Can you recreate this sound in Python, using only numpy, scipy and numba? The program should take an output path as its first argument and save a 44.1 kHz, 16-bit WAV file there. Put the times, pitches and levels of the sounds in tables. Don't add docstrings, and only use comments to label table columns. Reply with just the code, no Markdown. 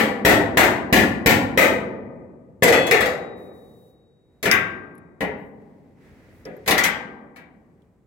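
import sys
import numpy as np
from scipy import signal
from scipy.fft import rfft, irfft
from scipy.io import wavfile
from scipy.ndimage import uniform_filter1d
from numba import njit

SR = 44100
rng = np.random.default_rng(int(sys.argv[2]) if len(sys.argv) > 2 else 0)


def materialize(psi):
    bounded = np.clip(np.atleast_2d(psi).T, -1, 1)
    quanta = np.round(bounded * 32767).astype(np.int16)
    wavfile.write(sys.argv[1], SR, quanta)


N = 355446
TIME = np.arange(N) / SR
RING_TIME = np.arange(3 * SR) / SR
PUSH_TIME = np.arange(8192) / SR
TOP_HZ = 15900

# (frequency [Hz], relative density [dB per Hz])
RUMBLE_SPECTRUM = [(25, -3.5), (55, 4), (105, -1.5), (200, -1.5), (400, -3), (700, -17), (1200, -24),
                   (2100, -28.5), (3200, -45)]
# (frequency [Hz], relative density [dB per Hz])
AIR_SPECTRUM = [(500, 8), (2000, 6), (3000, -3), (5500, -7), (8000, -2), (10000, -11), (15000, -14)]
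RUMBLE_DB, AIR_DB = -65, -79.5

# (time [s], length [s], level [dB])
WIPES = [(3.35, 0.12, -65), (3.52, 0.37, -67.5), (5.35, .12, -74), (6.0, 0.4, -77.5), (6.32, .08, -70.5)]
WIPE_ATTACK_S, WIPE_T60_S = 0.035, 0.33
# (time [s], length [s], level [dB])
ARM_MOVES = [(4.25, 0.17, -81), (5.5, 0.42, -72), (5.95, 0.8, -61), (7.45, 0.39, -79)]
ARM_ATTACK_S, ARM_T60_S = 0.11, 0.72
# (frequency [Hz], relative density [dB per Hz])
SKIN_SPECTRUM = [(2000, -13), (5000, -10), (8000, -5.5), (12500, -1.5), (16000, -1)]
# (frequency [Hz], relative density [dB per Hz])
SLEEVE_SPECTRUM = [(400, -9), (1100, -9), (2000, -0.5), (3000, -15), (6000, -21), (12000, -30.5)]
# (frequency [Hz], relative density [dB per Hz])
LEAN_SPECTRUM = [(30, -2), (55, 4.5), (115, 4), (260, -0.5), (420, -3), (700, -12.5), (1300, -24),
                 (3000, -46)]
LEAN_DB, LEAN_SLOPE = -26, 0.41

# (time [s], level [dB], pitch [Hz])
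TICKS = [(4.5132, -7.5, 5000), (4.952, -57, 10800), (4.98, -53, 10300), (5.618, -72, 2980),
         (6.453, -40, 5060), (6.566, -53, 12400), (6.837, -18, 6250), (7.82, -66.5, 3150)]

# (frequency [Hz], left minus right [dB], likeness of the two sides [0-1])
STEREO_SPREAD = [(60, 3, .65), (250, .5, .85), (550, .5, .6), (1100, 6, .15), (2000, 8.5, .03),
                 (4000, 4, .02), (8000, -3, .02), (14000, -4.5, .02)]
# (frequency [Hz], relative density [dB per Hz], crash t60 [s], drone under crash [dB], drone t60 [s])
SHEET_MODES = [(30, -28.5, 0.41, -13.5, 2.2), (60, -5, 0.46, -11, 1.8), (109, -2, 0.53, -19.5, 4),
               (260, 1, 0.31, -5, 1.92), (516, 2.5, 0.47, -14.5, 1.85), (807, -4.5, 0.6, -9.5, 1.56),
               (1035, -9, 0.45, -10, 1.5), (1560, -6, 0.54, -21, 1.08), (1940, 1, 0.44, -23, 1.3),
               (2920, -10, 0.42, -27.5, .8), (5404, -18.5, 0.34, -26, 0.7),
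               (7950, -18.5, 0.37, -36.5, 0.18), (9350, -26, 0.37, -32.5, 0.34),
               (11500, -13, 0.28, -31.5, 0.32)]
# (frequency [Hz], level [dB], t60 [s])
FLEX_MODES = [(63.6, -19.5, 0.18), (185, -2, 0.035), (486, -3.5, 0.047)]
# (frequency [Hz], level [dB], t60 [s])
HUM_MODES = [(105.7, -37.5, 2), (203.8, -27.5, 1.7), (244.4, -31, 2.5), (286, -29.5, 1), (452, -32, 1.0)]

# (time [s], force [dB], boom and thud [dB], treble [dB], chatter decay constant [s])
PIECE_KNOCKS = [(4.428, -19, -1.5, 2.5, 0.02), (4.455, -9, -5, -9.5, 0.0093), (4.513, -8, -18.5, -2, 0.002),
                (5.2065, -18.5, 2.5, -10, 0.013), (6.454, -35.5, 12, -16.5, 0.013),
                (6.661, -27, 2, -3.5, 0.029), (6.677, -10, -6, 1.5, 0.013), (6.708, -9.5, -7, -.5, 0.0045),
                (6.779, -10.5, -15.5, -1.5, 0.0064), (6.839, -11.5, -11, 2, 0.011),
                (7.360, -35.5, -7, -9, .015)]
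# (time [s], level [dB])
PIECE_RINGS = [(4.5132, -19.5), (6.839, -28.5)]
# (frequency [Hz], level [dB], t60 [s])
PIECE_MODES = [(1574, -10, .75), (1584, 1, .78), (1682, -4, .42), (2008, 0, .33), (2062, 2, .33),
               (1114, -10, .9), (1211, -14, .9), (1460, -8, .6), (1800, -5, .6), (2268, -10, .5),
               (2918, -10, .26), (3192, -12, .26), (6207, -14, .2)]

# (time [s], force [dB], thud [dB], treble [dB])
HAMMER_DROP = [(2.623, -7, 6, -5.5), (2.6325, -7, -11.5, 9.5), (2.682, -10, 7.5, 3.5),
               (2.724, -10, -6, 0.5), (2.867, -20.5, -0.5, 4), (2.911, -5.5, -0.5, 0.5),
               (3.006, -11.5, 1, -2), (3.057, -19.5, -2.5, 2)]
LANDING_BOOM_DB, REBOUND_BOOM_DB, DROP_CHATTER_S = 2, -8.5, 0.007
# (time [s], level [dB])
HAMMER_RINGS = [(2.633, -44), (2.724, -26.5)]
# (frequency [Hz], level [dB], t60 [s], t60 once it lies still [s])
HAMMER_MODES = [(2585, 0, 1.6, .2), (3381, -2, 2.4, .15), (3811, -19, 3.2, 3.1), (4335, -6, .8, .15),
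                (3017, -5, .5, .2), (6105, -5, .25, .15), (7607, -9, .4, .15), (8484, -12, .4, .15)]
HAMMER_REST_S = 3.06
DROP_REACH_HZ, PIECE_REACH_HZ = 8000, 5500

# (time [s], force [dB])
CHISEL_BLOWS = [(-.07, -2.5), (.2493, 0.5), (0.5716, -0.5), (.9264, -1.5), (1.2599, -1), (1.5747, -1.5)]
BLOW_BOOM_DB, BLOW_THUD_DB, BLOW_TREBLE_DB, BLOW_CHATTER_S = -2.05, -1.5, 1, 0.008


def undb(db):
    return 10 ** (np.asarray(db) / 20)


def fade(t, t60):
    return np.exp(-np.log(1000) * t / np.maximum(t60, 1e-3))


def at_hz(table, hz):
    points, *columns = np.transpose(table)
    log_hz = np.log(np.maximum(hz, 1))
    return [np.interp(log_hz, np.log(points), column) for column in columns]


def add(out, sound, start):
    i = int(round(start * SR))
    a, b = max(i, 0), min(i + sound.shape[-1], N)
    out[..., a:b] += sound[..., a - i:b - i]


def colour(x, spectrum):
    size = 2048
    gain = undb(at_hz(spectrum, np.fft.rfftfreq(size, 1 / SR))[0])
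    cepstrum = irfft(np.log(gain))
    cepstrum[1:size // 2] *= 2
    cepstrum[size // 2 + 1:] = 0
    impulse = irfft(np.exp(rfft(cepstrum)))
    return signal.fftconvolve(x, impulse)[:len(x)]


def dull(x, hz):
    return signal.sosfilt(signal.butter(1, hz, fs=SR, output="sos"), x)


def pair(likeness, size):
    mid, side = rfft(rng.standard_normal((2, size)))
    c = np.clip(likeness, 0, 1)
    return np.sqrt((1 + c) / 2) * mid + np.sqrt((1 - c) / 2) * side * np.array([[1], [-1]])


def noise(spectrum, likeness, size=N):
    gain = undb(at_hz(spectrum, np.fft.rfftfreq(size, 1 / SR))[0])
    x = irfft(pair(likeness, size) * gain, size)
    return x / x.std()


def uneven(rate, depth_db):
    steps = rng.standard_normal(400)
    return undb(depth_db * np.interp(TIME * rate, np.arange(len(steps)), steps))


def outdoors():
    rumble = noise(RUMBLE_SPECTRUM, likeness=0.75) * undb(RUMBLE_DB)
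    hiss = noise(AIR_SPECTRUM, likeness=0.1) * undb(AIR_DB)
    return rumble * uneven(rate=8.9, depth_db=1.5) + hiss


def strokes(events, attack_s, t60):
    gain = np.zeros(N)
    for start, length, db in events:
        swell = np.clip((TIME - start) / attack_s, 0, 1)
        gain += undb(db) * swell * fade(np.maximum(TIME - start - length, 0), t60)
    return gain


def hand():
    arm = strokes(ARM_MOVES, ARM_ATTACK_S, ARM_T60_S)
    skin = noise(SKIN_SPECTRUM, likeness=0) * strokes(WIPES, WIPE_ATTACK_S, WIPE_T60_S)
    sleeve = noise(SLEEVE_SPECTRUM, likeness=0.11) * arm
    lean = noise(LEAN_SPECTRUM, likeness=0.88) * undb(LEAN_DB) * arm ** LEAN_SLOPE
    return (skin + sleeve) * uneven(rate=19, depth_db=0.4) + lean


def ticks():
    out = np.zeros((2, N))
    for start, db, hz in TICKS:
        tick = noise([(hz / 1.2, -22), (hz, 0), (hz * 1.4, -22)], likeness=0, size=len(PUSH_TIME))
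        add(out, undb(db) * tick * fade(PUSH_TIME, 0.0347), start)
    return out


def ring(hits, hz, db, t60):
    out = np.zeros((2, N))
    pan_db, likeness = at_hz(STEREO_SPREAD, hz)
    pan = undb(np.array([[pan_db], [-pan_db]]) / 2)
    lag = np.array([[0], [rng.choice([-1, 1]) * np.arccos(np.clip(likeness, 0, 1))]])
    for start, hit_db in hits:
        phase = 2 * np.pi * (hz * RING_TIME + rng.random()) + lag
        add(out, pan * undb(db + hit_db) * fade(RING_TIME, t60) * np.sin(phase), start)
    return out


def hum():
    return sum(ring(CHISEL_BLOWS, hz, db, t60) for hz, db, t60 in HUM_MODES)


def sheet_response(count=28):
    hz = np.fft.rfftfreq(len(RING_TIME), 1 / SR)
    pan_db, likeness = at_hz(STEREO_SPREAD, hz)
    level_db = at_hz(SHEET_MODES, hz)[0] + np.array([pan_db, -pan_db]) / 2
    modes = pair(likeness, len(RING_TIME)) * undb(level_db)
    edges = np.geomspace(25, TOP_HZ, count + 1)
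    out = 0
    for lo, hi in zip(edges, edges[1:]):
        centre = np.sqrt(lo * hi)
        _, crash_t60, drone_db, drone_t60 = at_hz(SHEET_MODES, centre)
        band = irfft(modes * ((hz >= lo) & (hz < hi)), len(RING_TIME))
        build = 1 - np.exp(-RING_TIME / (0.00041 + 2 / centre))
        decay = fade(RING_TIME, crash_t60) + undb(drone_db) * fade(RING_TIME, drone_t60)
        out = out + band * build * decay
    return out


def thump():
    return sum(undb(db) * fade(PUSH_TIME, t60) * np.sin(2 * np.pi * hz * PUSH_TIME)
               for hz, db, t60 in FLEX_MODES)


def clack(t60):
    spectrum = [(1500, -18), (3500, 0.5), (5500, -1), (10000, 0.5), (14000, 2)]
    return noise(spectrum, likeness=0, size=len(PUSH_TIME)) * fade(PUSH_TIME, t60)


def strike(events, sheets, contact, chatter_db, boom_hz, thud_hz, treble_hz):
    out = np.zeros((2, N))
    for start, db, boom_db, thud_db, treble_db, chatter_s in events:
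        force = rng.standard_normal(len(PUSH_TIME)) * np.exp(-PUSH_TIME / chatter_s)
        force *= undb(chatter_db) / np.linalg.norm(force)
        force[0] += 1
        spectrum = [(boom_hz, boom_db), (thud_hz, thud_db), (1200, 0), (2400, 0),
                    (treble_hz, treble_db), (15000, treble_db - 6.5)]
        force = colour(force / np.linalg.norm(force), spectrum)
        share = rng.standard_normal(len(sheets))
        body = np.tensordot(share / np.linalg.norm(share), sheets, 1)
        body[:, :len(PUSH_TIME)] += contact
        add(out, undb(db) * signal.fftconvolve(body, force[None], axes=1), start)
    return out


def loose_piece():
    return sum(ring(PIECE_RINGS, hz, db, t60) for hz, db, t60 in PIECE_MODES)


def piece_knocks(sheets):
    events = [(start, db, bass_db, bass_db, treble_db, chatter_s)
              for start, db, bass_db, treble_db, chatter_s in PIECE_KNOCKS]
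    contact = undb(-7) * thump() + undb(-3.5) * clack(t60=0.14)
    return strike(events, dull(sheets, PIECE_REACH_HZ), contact,
                  chatter_db=0, boom_hz=252, thud_hz=527, treble_hz=5600)


def hammer_head():
    resting = np.maximum(TIME - HAMMER_REST_S, 0)
    out = np.zeros((2, N))
    for hz, db, t60, rest_t60 in HAMMER_MODES:
        damping = fade(resting, rest_t60) / fade(resting, t60)
        out += ring(HAMMER_RINGS, hz, db, t60) * damping
    return out


def dropped_hammer(sheets):
    events = []
    for k, (start, db, thud_db, treble_db) in enumerate(HAMMER_DROP):
        boom_db = LANDING_BOOM_DB if k == 0 else REBOUND_BOOM_DB
        events.append((start, db, boom_db, thud_db, treble_db, DROP_CHATTER_S))
    contact = undb(-1.5) * thump() + undb(-8) * clack(t60=0.068)
    return strike(events, dull(sheets, DROP_REACH_HZ), contact,
                  chatter_db=1.5, boom_hz=302, thud_hz=480, treble_hz=7400)


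def chisel_blows(sheets):
    events = [(start, db, BLOW_BOOM_DB, BLOW_THUD_DB, BLOW_TREBLE_DB, BLOW_CHATTER_S)
              for start, db in CHISEL_BLOWS]
    contact = thump() + undb(-25) * clack(t60=0.12)
    return strike(events, sheets, contact, chatter_db=-5, boom_hz=248, thud_hz=491.7, treble_hz=7900)


def scene():
    sheets = undb(6.5) * np.array([sheet_response() for _ in range(3)])
    background = outdoors() + hand() + ticks()
    ringing = hum() + loose_piece() + hammer_head()
    contacts = piece_knocks(sheets) + dropped_hammer(sheets) + chisel_blows(sheets)
    return background + ringing + contacts


@njit
def follow(x, release):
    out, e = np.empty(len(x)), 0.
    for i in range(len(x)):
        e = max(x[i], e * release)
        out[i] = e
    return out


def record(dry):
    low_cut = signal.butter(3, 50, "highpass", fs=SR, output="sos")
    sound = signal.sosfilt(low_cut, dry)
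    loudness = np.sqrt(np.abs(uniform_filter1d(np.mean(sound ** 2, axis=0), size=260)))
    envelope = follow(loudness, np.exp(-1 / (0.038 * SR)))
    gain = uniform_filter1d(np.minimum(1, undb(-11) / (envelope + 1e-9)), size=130)
    limited = np.clip(sound * gain, -1, 1)
    top_cut = signal.ellip(8, 0.2, 70, TOP_HZ, fs=SR, output="sos")
    return signal.sosfilt(top_cut, limited)


dry = scene()
out = record(dry)
materialize(out)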